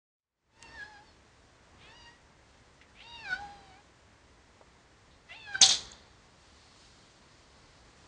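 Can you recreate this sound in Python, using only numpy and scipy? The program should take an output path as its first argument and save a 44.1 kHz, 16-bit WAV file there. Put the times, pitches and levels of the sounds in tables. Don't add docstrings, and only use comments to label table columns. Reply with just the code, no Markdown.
import sys
import numpy as np
from scipy import signal
from scipy.fft import rfft, irfft, next_fast_len
from scipy.io import wavfile
from scipy.ndimage import uniform_filter1d

SR = 44100
rng = np.random.default_rng(int(sys.argv[2]) if len(sys.argv) > 2 else 0)


def digitize_waveform(pressure):
    field = np.atleast_2d(pressure).T
    bounded = np.clip(field, -1, 1)
    quanta = np.round(bounded * 32767).astype(np.int16)
    wavfile.write(sys.argv[1], SR, quanta)


N = 355887
TIME = np.arange(N) / SR

# (time [s], pitch [Hz], mouth level [dB], mouth resonance [Hz], fundamental [dB], overtones [dB])
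MEOW_1 = [(0.513, 852, -87, 2660, -83, -86), (0.599, 920, -71, 2160, -70, -73),
          (0.649, 917, -55, 2370, -56, -68), (0.687, 888, -58, 2110, -68, -63),
          (0.752, 924, -53, 1840, -57, -64), (0.8, 837, -47, 1350, -64, -62),
          (0.832, 823, -40, 1330, -64, -60), (0.855, 848, -60, 1640, -62, -61),
          (0.89, 864, -65, 1540, -53, -69), (0.971, 811, -57, 1780, -62, -68),
          (1.029, 856, -75, 1480, -55, -78), (1.055, 920, -81, 1400, -75, -72),
          (1.095, 870, -83, 1400, -79, -66), (1.162, 863, -85, 1400, -86, -80)]
MEOW_2 = [(1.784, 610, -72, 2330, -82, -74), (1.83, 800, -63, 2280, -74, -62),
          (1.925, 911, -59, 2200, -60, -64), (1.961, 967, -60, 2580, -68, -65),
          (2.043, 946, -60, 2730, -63, -62), (2.08, 941, -55, 2040, -62, -67),
          (2.183, 969, -72, 1990, -73, -84)]
MEOW_3 = [(2.95, 554, -69, 2320, -84, -76), (3.004, 691, -52, 2500, -66, -60),
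          (3.037, 884, -55, 2960, -62, -63), (3.099, 948, -53, 3800, -59, -67),
          (3.16, 932, -49, 3200, -55, -61), (3.228, 889, -53, 2160, -58, -59),
          (3.257, 818, -45, 2100, -51, -54), (3.305, 743, -41, 1700, -51, -52),
          (3.332, 734, -28, 1400, -42, -47), (3.362, 772, -48, 1750, -53, -55),
          (3.418, 819, -61, 1580, -42, -72), (3.54, 813, -71, 1640, -55, -67),
          (3.66, 778, -74, 2150, -62, -70), (3.739, 743, -64, 2250, -60, -72),
          (3.788, 817, -67, 2110, -61, -85), (3.825, 840, -85, 1840, -77, -92)]
MEOW_4 = [(5.283, 674, -75, 2350, -82, -83), (5.294, 655, -53, 2020, -74, -66),
          (5.324, 690, -48, 2350, -59, -54), (5.368, 915, -54, 3150, -61, -64),
          (5.442, 868, -54, 2980, -70, -59), (5.489, 823, -47, 1650, -53, -55),
          (5.54, 793, -46, 1750, -55, -62), (5.556, 775, -26, 1380, -50, -48),
          (5.571, 780, -42, 1500, -54, -51), (5.599, 783, -49, 1620, -51, -54),
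          (5.635, 768, -45, 1400, -33, -64), (5.75, 774, -70, 1400, -62, -79)]
# (rasp length [s], subharmonic depth [0-1], upper resonance at usual pitch [Hz])
MEOW_CHARACTERS = [(.029, .3, 4600), (.1, .8, 4850), (.105, .55, 4550), (.115, .25, 4250)]
# (frequency [Hz], level [dB])
NOISE_SWELL_EQ = [(30, 2.5), (70, 12), (150, 0.5), (500, 0.5), (1500, -4.5), (4000, -2.5), (7000, -12),
                  (10000, -24.5)]

def cat(noise_swell_db=-14, noise_swell_growth=.74, usual_db=-48):
    contours = MEOW_1, MEOW_2, MEOW_3, MEOW_4
    voice = sum(meow(contour, *character) for contour, character in zip(contours, MEOW_CHARACTERS))
    power = np.maximum(uniform_filter1d(voice ** 2, size=2000), 0)
    loudness = np.sqrt(power) / from_db(usual_db)
    noise_gain = from_db(usual_db + noise_swell_db) * loudness ** noise_swell_growth
    return voice + noise_gain * noise(NOISE_SWELL_EQ)


def meow(contour, rasp_s, subharmonic, upper_hz, creak_db=-15):
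    span = (TIME >= contour[0][0]) & (TIME <= contour[-1][0])
    t = TIME[span]
    pitch, mouth_db, mouth_hz, fundamental_db, overtones_db = automation(contour, t)
    rasp = 1 / (1 + ((t - t[0]) / rasp_s) ** 6)
    jitter = (.007 + .005 * rasp) * drift(170, len(t))
    phase = 2 * np.pi * np.cumsum(pitch * (1 + jitter)) / SR
    overtones = vocal_tract(pitch, rasp, upper_hz, mouth_db, mouth_hz, overtones_db)
    tone = 0
    for k, gain in enumerate([from_db(fundamental_db), *overtones], 1):
        shimmer = 1 + (.12 + .045 * k + .25 * rasp) * drift(110, len(t))
        tone = tone + np.sqrt(2) * gain * shimmer * np.sin(k * phase)
    growl = subharmonic * rasp
    tone = tone * (1 + growl * np.cos(phase / 2)) / np.sqrt(1 + growl ** 2)
    puffs = rng.standard_normal(len(t)) * (1 + np.cos(phase))
    creak = unit_rms(ring(puffs, hz=2900, width_hz=1700))
    out = np.zeros(N)
    out[span] = gate(t) * (tone + rasp * from_db(creak_db + mouth_db) * creak)
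    return out


def vocal_tract(pitch, rasp, upper_hz, mouth_db, mouth_hz, overtones_db, usual_pitch_hz=850):
    hz = np.arange(2, 12)[:, None] * pitch
    flutter = from_db([1.8 * drift(14, len(pitch)) for _ in hz])
    mouth = bell(hz, mouth_hz, width_hz=.38 * mouth_hz)
    nose = from_db(-4) * bell(hz, 3250, width_hz=450)
    centre_hz = upper_hz * (pitch / usual_pitch_hz) ** .4 * (1 - .33 * rasp)
    upper = bell(hz, centre_hz, width_hz=1150) + nose
    mouth_gains = from_db(mouth_db) * unit_power(mouth * flutter)
    upper_gains = from_db(overtones_db) * unit_power(upper * flutter)
    return np.hypot(mouth_gains, upper_gains)


# (frequency [Hz], level [dB])
BODY_EQ = [(40, -8.5), (150, -2.5), (350, -7.5), (700, -1), (1200, -4), (2000, 1), (2950, 1.5), (3300, -23)]
CRUNCH_EQ = [(2700, -40.5), (3020, -16.5), (3150, -5.5), (3450, -1), (3900, -3.5), (4350, -1.5),
             (5000, -7.5), (5600, -23)]
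SPLINTER_EQ = [(4600, -24.5), (5300, -2), (5900, -2), (6450, 2), (7100, -7), (7800, -8), (9100, -18.5),
               (10000, -28.5)]
# (level [dB], lag [s], attack [s], release [dB/s], relative tail [dB], tail fall [dB/s])
BODY_ENV = (-30.7, -.001, .003, 240, -17, 110)
CRUNCH_ENV = (-17.3, .003, .011, 310, -21, 72)
SPLINTER_ENV = (-22.5, .001, .004, 290, -19, 88)

def crack():
    layers = (BODY_ENV, BODY_EQ), (CRUNCH_ENV, CRUNCH_EQ), (SPLINTER_ENV, SPLINTER_EQ)
    return sum(surges(*envelope) * equalise(fractures(), eq) for envelope, eq in layers)


# (time [s], relative level [dB], hold [s])
SURGES = [(5.610, 0, .021), (5.683, -8.5, .036)]

def surges(level_db, lag_s, attack_s, release_db_per_s, tail_db, tail_db_per_s):
    power = 0
    for s, db, hold_s in SURGES:
        age = TIME - s - lag_s
        attack = np.clip(age / attack_s, 0, 1)
        released_s = np.clip(age - hold_s, 0, 2)
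        fall = from_db(-release_db_per_s * released_s) + from_db(tail_db - tail_db_per_s * released_s)
        power = power + (from_db(db) * attack * fall) ** 2
    return from_db(level_db) * np.sqrt(power) / (1 + from_db(tail_db))


def fractures(per_s=7000, spread_db=2):
    sizes = from_db(spread_db * np.minimum(rng.exponential(1, N), 4))
    polarity = rng.choice([-1, 1], N)
    return sizes * polarity * (rng.random(N) < per_s / SR)


# (time [s], peak [dB], start pitch [Hz], glide [s], attack [s])
ZINGS = [(5.6146, -3.8, 6870, 0.043, .0013), (5.6595, -17.5, 9300, .019, .003),
         (5.689, -17, 7770, .036, .003)]

def zings(grain=.29):
    out = np.zeros(N)
    t = TIME[:SR // 20]
    for s, db, top_hz, glide_s, attack_s in ZINGS:
        phase = 2 * np.pi * np.cumsum(top_hz / (1 + t / glide_s) ** 2) / SR
        envelope = t * np.exp(-t / attack_s)
        grit = 1 + grain * drift(1200, len(t))
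        place(out, envelope * np.sin(phase) * grit, s, db)
    return out


# (time [s], peak [dB], centre [Hz], width [Hz], burst T60 [s])
SNAPS = [(.5950, -56, 5500, 2000, .01), (.6264, -32.5, 5600, 2800, 0.0058),
         (.6267, -37.5, 1980, 2200, 0.017), (1.738, -64, 90, 120, 0.053), (2.813, -44.5, 1980, 1200, 0.14),
         (4.610, -44.5, 600, 250, .05), (4.611, -51, 1120, 300, .05), (5.11, -55, 3800, 900, 0.24),
         (5.618, -13, 7100, 1090, .02), (5.6265, -8.5, 3630, 700, 0.034), (5.6325, -12, 3500, 700, .014),
         (5.639, -8, 4150, 1190, 0.014), (5.6635, -13, 6000, 1200, 0.011), (5.856, -45, 6200, 1480, 0.011),
         (5.9175, -36.5, 6800, 597, 0.011), (5.929, -43.5, 3670, 603, .03), (6.759, -53, 820, 700, 0.063),
         (8.04, -54.5, 470, 600, 0.055)]

def snaps():
    out = np.zeros(N)
    for s, db, hz, width_hz, t60 in SNAPS:
        place(out, ring(burst(t60, length_s=.25), hz, width_hz), s, db)
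    return out


# (crest time [s], half length [s], level [dB])
SCRAPES = [(6.75, .35, -67), (7.6, .5, -71)]
# (frequency [Hz], level [dB])
SCRAPE_EQ = [(3200, -14), (4400, 0), (5600, -12)]

def scrapes():
    strokes = sum(from_db(db) * swell(s, half_s) for s, half_s, db in SCRAPES)
    return strokes * equalise(fractures(), SCRAPE_EQ)


# (frequency [Hz], level [dB])
RUSH_EQ = [(25, -10), (45, -4.5), (66, 0.5), (82, -6.5), (100, -3.5), (160, -8), (256, -9.5), (444, -10.5),
           (640, -12.5), (1100, -12.5), (1300, -15.5), (2000, -15.5), (3200, -28.5)]
HISS_EQ = [(1530, -29.5), (2600, -5), (3190, -4), (4410, -3.5), (7100, -7.5), (8760, -13.5), (9590, -21),
           (10100, -33), (13100, -51), (22000, -120)]
# (crest time [s], half length [s], rush lift [dB], hiss lift [dB])
AIR_SWELLS = [(.72, .18, 4.5, 3.5), (1.9, .2, 2.5, 1.5), (3.42, .27, 6, 3.7), (5.78, .21, 10, 3.5),
              (6.78, .42, 1, 5.6), (8.0, .7, 1.7, 4.2)]

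def air(rush_db=-61.4, hiss_db=-69.5, drone_db=-11.5, full_at_s=.63, fade_db_per_s=100):
    for s, half_s, rush_lift_db, hiss_lift_db in AIR_SWELLS:
        rush_db = rush_db + rush_lift_db * swell(s, half_s)
        hiss_db = hiss_db + hiss_lift_db * swell(s, half_s)
    drone = unit_rms(ring(rng.standard_normal(N), hz=72, width_hz=16))
    swish_db = .7 * drift(10, N)
    hiss = from_db(hiss_db + swish_db) * noise(HISS_EQ)
    rush = from_db(rush_db) * (noise(RUSH_EQ) + from_db(drone_db) * drone)
    fade_in = from_db(fade_db_per_s * np.minimum(TIME - full_at_s, 0))
    return fade_in * (rush + hiss)


# (delay [s], level [dB])
ECHOES = [(.017, -18.5), (.034, -23), (.058, -23.5)]

def garden(x, tail_db, tail_t60):
    tail = burst(tail_t60, length_s=.5)
    wet = signal.fftconvolve(x, tail / np.linalg.norm(tail))[:N]
    echoes = sum(from_db(db) * np.interp(TIME - delay, TIME, x, left=0) for delay, db in ECHOES)
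    return x + echoes + from_db(tail_db) * wet


def from_db(db):
    return 10 ** (np.asarray(db) / 20)


def unit_rms(x):
    return x / np.sqrt(np.mean(x ** 2) + 1e-20)


def unit_power(gains):
    return gains / np.sqrt(np.sum(gains ** 2, axis=0))


def automation(rows, t):
    times, *lanes = np.transpose(rows)
    return [np.interp(t, times, lane) for lane in lanes]


def gate(t, fade_s=.004):
    return np.clip(np.minimum(t - t[0], t[-1] - t) / fade_s, 0, 1)


def swell(crest_s, half_s):
    return np.exp(-((TIME - crest_s) / half_s) ** 2)


def drift(rate_hz, size):
    hz = np.fft.rfftfreq(size, 1 / SR)
    return unit_rms(irfft(rfft(rng.standard_normal(size)) / (1 + (hz / rate_hz) ** 2), size))


def equalise(x, eq):
    size = next_fast_len(N)
    hz = np.maximum(np.fft.rfftfreq(size, 1 / SR), 1)
    points, db = np.transpose(eq)
    curve = from_db(np.interp(np.log(hz), np.log(points), db))
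    skirts = np.minimum(1, np.minimum(hz / points[0], points[-1] / hz)) ** 8
    return unit_rms(irfft(rfft(x, size) * curve * skirts, size)[:N])


def noise(eq):
    return equalise(rng.standard_normal(N), eq)


def burst(t60, length_s):
    t = TIME[:round(length_s * SR)]
    return rng.standard_normal(len(t)) * from_db(-60 * t / t60)


def ring(x, hz, width_hz):
    for width in width_hz, 2 * width_hz:
        r = np.exp(-np.pi * width / SR)
        poles = [1, -2 * r * np.cos(2 * np.pi * hz / SR), r * r]
        x = signal.lfilter(np.array([1, 0, -1]) * (1 - r * r) / 2, poles, x)
    return x


def bell(hz, centre_hz, width_hz):
    return 1 / (1 + ((hz - centre_hz) / width_hz) ** 2) ** 2


def place(track, hit, at_s, peak_db):
    start = round(at_s * SR)
    track[start:start + len(hit)] += (from_db(peak_db) * hit / np.abs(hit).max())[:N - start]


def scene():
    voice = garden(cat(), tail_db=-13, tail_t60=.3)
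    ice = garden(crack() + zings() + snaps(), tail_db=-19, tail_t60=.1)
    return (voice + ice + air() + scrapes())[None]


def record(dry):
    return signal.sosfilt(signal.ellip(10, .3, 70, 10000, fs=SR, output="sos"), dry)


dry = scene()
out = record(dry)
digitize_waveform(out)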